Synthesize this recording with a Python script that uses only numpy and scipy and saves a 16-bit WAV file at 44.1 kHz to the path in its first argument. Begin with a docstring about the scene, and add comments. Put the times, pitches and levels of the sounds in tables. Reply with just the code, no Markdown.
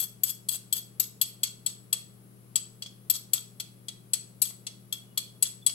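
"""A refrigerator hums from start to end in a hard-walled kitchen: steady tones over soft coloured noise.
A stone pestle pounds food in a small stone mortar, about four blows a second, with a pause near 2 s.
Each blow is a burst of noise (the crack), decaying sines (both stones ringing) and a dull counter knock.
Short grinding pushes of noise ticks follow some blows; the mortar rocks with a knock near 3 s and 4.5 s.
Faint thin rings come after 5 s. Sparse echoes follow; the left microphone port hears more treble."""
import sys
import numpy as np
from scipy import signal
from scipy.fft import rfft, irfft
from scipy.io import wavfile
from scipy.ndimage import uniform_filter1d

SR = 44100
rng = np.random.default_rng(int(sys.argv[2]) if len(sys.argv) > 2 else 0)


def wav_out(sig):
    """Save sig, one row per channel (or a flat mono array), as 16-bit PCM at SR to the path in sys.argv[1]."""
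    wavfile.write(sys.argv[1], SR, np.round(np.clip(np.atleast_2d(sig).T, -1, 1) * 32767).astype(np.int16))


N = 253130  # length in samples
# shares a left-right difference between the ports: plus half on the left, minus half on the right
SIDES = np.array([[1], [-1]]) / 2


def amp(db):
    """Turns decibels into gain."""
    return 10 ** (np.asarray(db) / 20)


def evened(x):
    """Scales a sound to rms 1."""
    return x / np.sqrt(np.mean(x ** 2) + 1e-20)


def read(points, hz):
    """Reads a curve between its points, on a log-frequency axis."""
    point_hz, value = np.transpose(points)
    return np.interp(np.log(hz + 1), np.log(point_hz + 1), value)


def add(mix, start_s, sound):
    """Mixes in a stereo sound, cutting off what falls outside the scene."""
    at = round(start_s * SR)
    rest = sound[:, max(-at, 0):]
    part = mix[:, max(at, 0):][:, :rest.shape[1]]
    part += rest[:, :part.shape[1]]


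def colour(x, curve_db):
    """Filters by a dB curve given as a function of Hz."""
    hz = np.fft.rfftfreq(x.shape[-1], 1 / SR)
    return irfft(rfft(x) * amp(curve_db(hz)), x.shape[-1])


# compressor, fan and mains tones, rms levels: [pitch_hz, left_db, right_db]
HUM_TONES = [(119.86, -54, -60), (158.02, -67, -69), (177.53, -65.5, -68), (194.25, -60.5, -63),
             (236.94, -71, -78), (296.0, -75, -80), (355.06, -74, -75), (414.29, -72, -76)]
# colour of air and microphone noise: [pitch_hz, relative_level_db (per Hz)]
AIR_COLOUR = [(20, -8.5), (70, -8), (110, -5), (180, 2), (260, -3), (400, -3), (560, -8), (900, -15.5),
              (1250, -13), (1700, -19), (3000, -21), (7000, -24), (9000, -20.5), (11200, -13.5),
              (13000, -30), (15200, -29), (15700, -23), (16000, -39)]
# balance of that noise: [pitch_hz, left_minus_right_db]
AIR_BALANCE = [(60, 2), (110, 7), (200, 2), (380, 1.5), (700, -2.5), (1300, -1), (4400, -0.5), (8100, 4.5),
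               (15000, 20.5)]
# how alike both ports hear it: [pitch_hz, likeness (-1 to 1, no unit)]
AIR_LIKENESS = [(60, 0.83), (130, 0.58), (290, 0.17), (640, 0.23), (1400, -0.34), (3000, 0.0012)]
AIR_DB = -59  # rms over both ports


def fridge():
    """Steady tones, nearly in step at both ports, over the wash of the room."""
    t = np.arange(N) / SR
    tones = np.zeros((2, N))
    for hz, left_db, right_db in HUM_TONES:
        turns = hz * t + rng.random() + SIDES / 16
        tones += amp([[left_db], [right_db]]) * np.sqrt(2) * np.sin(2 * np.pi * turns)
    left, other = rfft(rng.standard_normal((2, N)))
    hz = np.fft.rfftfreq(N, 1 / SR)
    same = read(AIR_LIKENESS, hz)
    pair = np.array([left, same * left + np.sqrt(1 - same ** 2) * other])
    pair *= amp(read(AIR_COLOUR, hz) + SIDES * read(AIR_BALANCE, hz))
    return tones + amp(AIR_DB) * evened(irfft(pair, N))


# time the echoes take to fall by 60 dB: [pitch_hz, t60_s]
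ECHO_DECAY = [(500, 0.14), (1300, 0.34), (3500, 0.37), (9000, 0.33), (15000, 0.22)]
# balance of the echoes, on top of that of the dry sound: [pitch_hz, left_minus_right_db]
ECHO_BALANCE = [(1300, -8), (4400, -3), (12000, -6.5)]


def kitchen(dry):
    """Sparse echoes of random sign, each band dying at its own speed; three such tails take turns."""
    out, size = np.zeros((2, N)), SR // 2
    for k in range(3):
        # one echo at a random place in every 20 samples
        taps = np.zeros((2, size))
        at = np.arange(160, size - 20, 20) + rng.integers(0, 20, (2, (size - 161) // 20))
        np.put_along_axis(taps, at, rng.choice([-1., 1.], at.shape), 1)
        hz, t, bands = signal.stft(taps, SR, nperseg=256)
        balance_db = (SIDES * read(ECHO_BALANCE, hz))[..., None]
        bands *= amp(-60 * t / read(ECHO_DECAY, hz)[:, None] + balance_db)
        tail = signal.istft(bands, SR, nperseg=256)[1]
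        tail *= np.sqrt(2) / np.linalg.norm(tail)
        # the tails trade places 1.3 times a second
        share = np.sqrt(2 / 3) * np.cos(2 * np.pi * (1.3 * np.arange(N) / SR + k / 3))
        out += signal.fftconvolve(dry * share, tail, axes=1)[:, :N]
    return out


def faint(start_s, end_s, hz, level_db):
    """A thin, uneven ring: a wavering sine that swells and fades."""
    t = np.arange(round((end_s - start_s) * SR)) / SR
    drift = uniform_filter1d(rng.standard_normal((2, 9000)), size=400)
    drift = uniform_filter1d(drift, size=400)
    waver = 0.004 * np.cumsum(evened(drift[0]))[:len(t)]  # radians
    flutter_db = 4 * evened(drift[1])[:len(t)]
    tone = np.sin(2 * np.pi * hz * t + waver)
    return amp(level_db + 2.7 * SIDES + flutter_db) * np.hanning(len(t)) * tone


# short tones of the counter: [pitch_hz, t60_s, relative_level_db]
COUNTER_TONES = [(45, 0.091, -42), (513, 0.04, -37), (730, 0.027, -0.5), (1202, 0.029, 1.5),
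                 (1339, 0.1, -5.5), (1990, 0.021, 6)]


def knock(level_db):
    """A dull knock of the mortar into the counter: short sines of slightly random pitch."""
    t = np.arange(3072) / SR
    out = np.zeros((2, len(t)))
    for hz, t60, db in COUNTER_TONES:
        turns = hz * (1 + 0.034 * rng.standard_normal()) * t + 0.17 * rng.random((2, 1))
        out += amp(level_db + db - 6.1 * SIDES - 60 * t / t60) * np.sin(2 * np.pi * turns)
    return out


# balance of the stone sounds: [pitch_hz, left_minus_right_db]
STONE_BALANCE = [(400, 9.5), (1300, -2), (4400, -1), (6000, 9.5), (8500, 23.5), (15000, 4.5)]
SMALL_LOW_HZ, SMALL_HIGH_HZ = 3608, 13580
SMALL_DB, SMALL_SPREAD_DB = -22, 5  # relative level and its spread


def small_modes(count=28):
    """Many small modes, placed anew each time by grip and food, as rows like those of WEAK_MODES."""
    place, level, side = rng.random(count), *rng.standard_normal((2, count))
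    pitch_hz = SMALL_LOW_HZ + (SMALL_HIGH_HZ - SMALL_LOW_HZ) * place ** 1.3
    return [(hz, 0.06, read(STONE_BALANCE, hz) / 2 + 4 * s, SMALL_DB + SMALL_SPREAD_DB * d)
            for hz, d, s in zip(pitch_hz, level, side)]


# strong modes (ways the stones ring): pestle low, mortar body, second, pestle main, fourth, pestle high
# [pitch_hz, t60_s, left_minus_right_db, relative_level_in_grinding_db, neighbour_spacing_hz]
STRONG_MODES = [(3348, 0.071, 4.5, -1.5, 63), (4395, 0.041, -3.5, -10, 131), (6940, 0.045, -4, -12, 40),
                (7938, 0.063, 11.5, 2.5, 112.5), (11050, 0.057, 13, -38, 118), (12500, 0.067, 13, 5, 64)]
# weaker modes: [pitch_hz, t60_s, left_minus_right_db, relative_level_db]
WEAK_MODES = [(2807, 0.072, 11, -20), (4010, 0.041, -9, -34), (4663, 0.027, 13, -7.5),
              (5355, 0.068, -6, -14.5), (6053, 0.041, -7.5, -14), (4934, 0.033, -16.5, -20),
              (8300, .05, 11.5, -20), (9400, 0.06, 18, -26), (9400, 0.077, 3, -14.5),
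              (9580, 0.054, 25, -14.5), (12280, 0.05, 9, -16.5), (12700, 0.04, 4, -42)]
# colour of the grinding hiss: [pitch_hz, relative_level_db (per Hz)]
GRIT_COLOUR = [(600, -63), (1300, -17.5), (2200, -35), (3500, -2), (6000, 8), (9000, 6.5), (14000, -1),
               (15900, -40)]


def push(start_s, end_s, level_db, tilt_db, ring_db):
    """Grit under the sliding pestle: clumps of uneven ticks that hiss and keep the modes sounding."""
    count = round((end_s - start_s) * SR)
    clumps = uniform_filter1d(rng.standard_normal(8000), size=120)
    clumps_db = 2.5 * evened(uniform_filter1d(clumps, size=120))
    a, b = rng.standard_normal((2, 8000))
    ticks = np.array([a, 0.86 * a + 0.86 * b])  # partly alike at both ports
    ticks *= amp(1.7 * rng.exponential(1, 8000) + clumps_db)
    grit = np.zeros((2, count + 2500))  # leaves room for the ringing
    grit[:, :count] = evened(ticks)[:, :count] * signal.windows.tukey(count, .6)

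    def hiss_db(hz):
        tilt = tilt_db * np.log2((hz + 500) / 7500)
        return read(GRIT_COLOUR, hz) + tilt + SIDES * read(STONE_BALANCE, hz)

    out = amp(-5.0) * colour(grit, hiss_db)
    weak = [(hz, t60, side, db + 0.5) for hz, t60, side, db in WEAK_MODES + small_modes()]
    for hz, t60, side_db, db, *_ in STRONG_MODES + weak:
        # the rubbing contact damps the ring to 40 ms at most
        r = np.exp(-np.log(1000) / (min(t60, .04) * SR))
        pole = r * np.exp(2j * np.pi * hz * 1.004 / SR)
        mode = signal.lfilter([np.sqrt(1 - r * r)], [1, -pole], grit).real
        tilt = tilt_db * np.log2(max(hz, 6000) / 6000)
        out += amp(db + ring_db + tilt + 0.96 * side_db * SIDES) * mode
    return amp(level_db) * out


def ring(t, hz, t60, side_db, level_db, split_hz, choke_ms):
    """One mode, split by the uneven stone into beating neighbours: swells while the stones touch, then dies."""
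    detune, *jitter = rng.standard_normal(5)
    spread = np.array([0.17, 0.89, -0.96, 1.52, -1.73]) + 0.51 * np.array([0, *jitter])
    apart_hz = split_hz * spread
    # a phase for each neighbour, differing more between the ports at high pitch
    phase = rng.random((5, 1, 1)) + hz / 30000 * rng.standard_normal((5, 2, 1))
    turns = hz * (1 + 0.0017 * detune) * t + phase + np.multiply.outer(apart_hz, t)[:, None]
    beat = np.tensordot(amp([3, -8.5, -1.0, -15.5, -6.5]), np.sin(2 * np.pi * turns), 1)
    swell = (1 - np.exp(-t / 0.0015)) ** 2
    choke = amp(-60 * (t / (choke_ms / 1000)) ** 2)  # hand and food soon choke the ring
    shape = amp(-60 * t / t60) * swell * choke
    beating = shape * beat
    # beating leaves the energy on each side unchanged
    even = np.sqrt(np.sum(shape ** 2) / np.sum(beating ** 2, axis=1, keepdims=True))
    return amp(level_db + side_db * SIDES) * beating * even


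# colour of the crack: [pitch_hz, relative_level_db (per Hz)]
CRACK_COLOUR = [(250, -27), (600, -23), (1200, -15.5), (1700, -17.5), (2500, -5), (4000, -2), (6000, -3),
                (8500, -2), (11000, -4), (13500, -4.5), (16000, -18.5)]
# how a blow catches the second and fourth strong modes: [base_db (relative to the crack),
# treble_share, low_share, main_share, high_share (all dB per dB), rise_db_per_s as the pounding goes on]
MODE_CATCH = [(-15.5, 0.62, -0.24, 0.71, 0.15, .1), (-17, 0.69, -0.16, 0.27, 0.094, 2.15)]
CATCH_SPREAD_DB = 0.5
KNOCK_DB, KNOCK_FOLLOWS = -51, 0.81  # knock level for a crack_db of -25; dB per dB of crack
WEAK_WANDER = 0.012  # share by which grip and food shift the weaker modes from blow to blow
WEAK_SPLIT_HZ, WEAK_CHOKE_MS = 98, 104


def blow(start_s, crack_db, treble_db, low_db, main_db, high_db, body_db, choke_ms):
    """A crack of stone on stone, the modes that it wakes, and a dull knock below."""
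    t = np.arange(3072) / SR

    def tilt_db(hz):
        half_octaves = np.clip(np.log2((hz + 1) / 6000) / 0.5, 0, 1.3)
        return treble_db * half_octaves - 3 * (hz > 7000)

    def crack_curve_db(hz):
        return read(CRACK_COLOUR, hz) + tilt_db(hz) + SIDES * read(STONE_BALANCE, hz)

    a, b = rng.standard_normal((2, len(t)))
    noise = colour(np.array([a, .5 * a + 0.92 * b]), crack_curve_db)
    fade_db = -60 * t / 0.083 - 60 * (t / 0.11) ** 2
    out = amp(crack_db + 4.5 + fade_db) * (1 - np.exp(-t / 0.001)) ** 2 * noise

    catch_db = np.dot(MODE_CATCH, [1, treble_db, low_db, main_db, high_db, start_s])
    second_db, fourth_db = catch_db + CATCH_SPREAD_DB * rng.standard_normal(2)
    strong_db = [low_db, body_db, second_db, main_db, fourth_db, high_db]
    for (hz, t60, side, _, split_hz), db in zip(STRONG_MODES, strong_db):
        out += ring(t, hz, t60, side, crack_db + db + 5.0, split_hz, choke_ms)
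    for hz, t60, side, db in WEAK_MODES + small_modes():
        shifted_hz = hz * (1 + WEAK_WANDER * rng.standard_normal())
        level_db = crack_db + db + tilt_db(hz) + 3 * rng.standard_normal()
        out += ring(t, shifted_hz, t60, side, level_db, WEAK_SPLIT_HZ, WEAK_CHOKE_MS)
    return out + knock(KNOCK_DB + KNOCK_FOLLOWS * (crack_db + 25.0))


# faint thin rings between blows: [start_s, end_s, pitch_hz, level_db]
FAINT_RINGS = [(5.0, 5.18, 2910, -74), (5.612, 5.646, 3420, -60)]
# the mortar rocks and knocks on the counter: [start_s, relative_level_db]
MORTAR_ROCKS = [(2.8598, -65), (3.3778, -62), (4.5064, -55.5)]
# grinding pushes: [start_s, end_s, relative_level_db, tilt_db (per octave), relative_stone_ring_db]
GRINDING_PUSHES = [(-0.02, 0.059, -42.5, 5, 0.5), (0.25, 0.324, -42.5, 2, -0.5),
                   (0.499, 0.575, -42, 2.5, -0.5), (0.743, 0.798, -44.5, 4, 1.5),
                   (1.02, 1.05, -45.5, -1, -4.5), (1.457, 1.494, -45.5, -9, -6),
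                   (1.669, 1.719, -52, -11, -3), (3.132, 3.176, -38.5, -7, -4.5),
                   (3.35, 3.388, -42.5, -12, -4), (4.44, 4.523, -49.5, -0.5, -4),
                   (5.452, 5.482, -42.5, -11, -9), (5.664, 5.706, -50, -9, -6)]
# blows and rebounds: [start_s, relative_crack_db, treble_db (per half octave above 6 kHz),
# low_db, main_db, high_db (pestle rings, relative to the crack), body_db (mortar ring, likewise),
# choke_ms (time in which the choke alone takes the strong rings down by 60 dB)]
PESTLE_BLOWS = [(0.2343, -29.5, 2.5, -10, 7.5, 9.5, -6, 38), (0.2917, -56, 14, 11, 20, 11, 7, 38),
                (0.4869, -31, 5, -2, 6.5, 1, -0.5, 38.2), (0.7256, -28, 4, -0.5, 4.5, 2, -4, 48),
                (0.998, -25, 0.5, -44, -1.5, 5, -10.5, 38), (1.2135, -23.5, 2, -4, -0.5, 2, -3.5, 38.6),
                (1.4325, -22.5, -2, -5.5, -0.1, -7.5, -5, 38.3), (1.662, -29, 2, -6, 6, -3, -4, 37.8),
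                (1.927, -24.5, -1, -4.5, 3.5, -3, -5.5, 38), (2.5566, -23.5, -0.3, -8, 5, -12, -9.5, 38),
                (2.822, -34, -8.5, -2, -4.5, -16, -4, 38), (2.8603, -40.5, -7.5, 1, -18, -28, -12, 38),
                (3.0988, -24.5, 2, -6.5, 2, 4, -5, 32), (3.105, -36.5, -7, -16, -3, 16.5, 2, 32),
                (3.3332, -23.5, 2, -10, 2, 1, -9, 42), (3.3774, -42, -9, 4.5, -20, -9, -8, 38),
                (3.599, -30.5, -3, -5.5, -4, -9, -4, 38.6), (3.8836, -34, -3, -2.5, -1.5, -19, -4.5, 38),
                (4.1338, -24.5, 1, -7.5, 5, -11, -3.5, 30), (4.1433, -45, -12, -16, 0, -4, -2, 38),
                (4.4177, -25.5, 7, -15, -18, 1, -4.5, 30), (4.424, -30.5, -19, -25, 11.5, -11, -15, 32),
                (4.4511, -37, -9, -3.5, -4, -5, -15, 45), (4.6669, -31, -6, -7, -6, -18, -6, 37.8),
                (4.925, -30.5, -0.5, 2.5, -3, -3.5, -7, 37.6), (5.1748, -25, -1, -1.5, -4.5, -4, -1.5, 38),
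                (5.4248, -23.5, 3, -13.5, 6, -4, -9, 38), (5.4524, -41.5, -15, 5.5, -2, -14, 2, 37.8),
                (5.664, -24, 3.5, -4, 7.5, -12, -5, 38), (5.6942, -32.5, -21, -7, -22, -21, -8, 38.4)]


def scene():
    """Faint rings, knocks, pushes and blows, their echoes, and the hum."""
    stone = np.zeros((2, N))
    for row in FAINT_RINGS:
        add(stone, row[0], faint(*row))
    for start_s, level_db in MORTAR_ROCKS:
        add(stone, start_s, knock(level_db))
    for row in GRINDING_PUSHES:
        add(stone, row[0], push(*row))
    for row in PESTLE_BLOWS:
        add(stone, row[0] - .0007, blow(*row))  # the crack takes a moment to swell
    stone[1] = np.roll(stone[1], 12)  # the right port lies a little further away: 12 samples
    return fridge() + amp(-8.5) * kitchen(stone) + stone


def record(dry):
    """The band limit: a low-pass filter at 16.5 kHz."""
    low_pass = signal.firwin(255, 16500, window=("kaiser", 7), fs=SR)
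    return signal.oaconvolve(dry, low_pass[None], "same")


dry = scene()
out = record(dry)
wav_out(out)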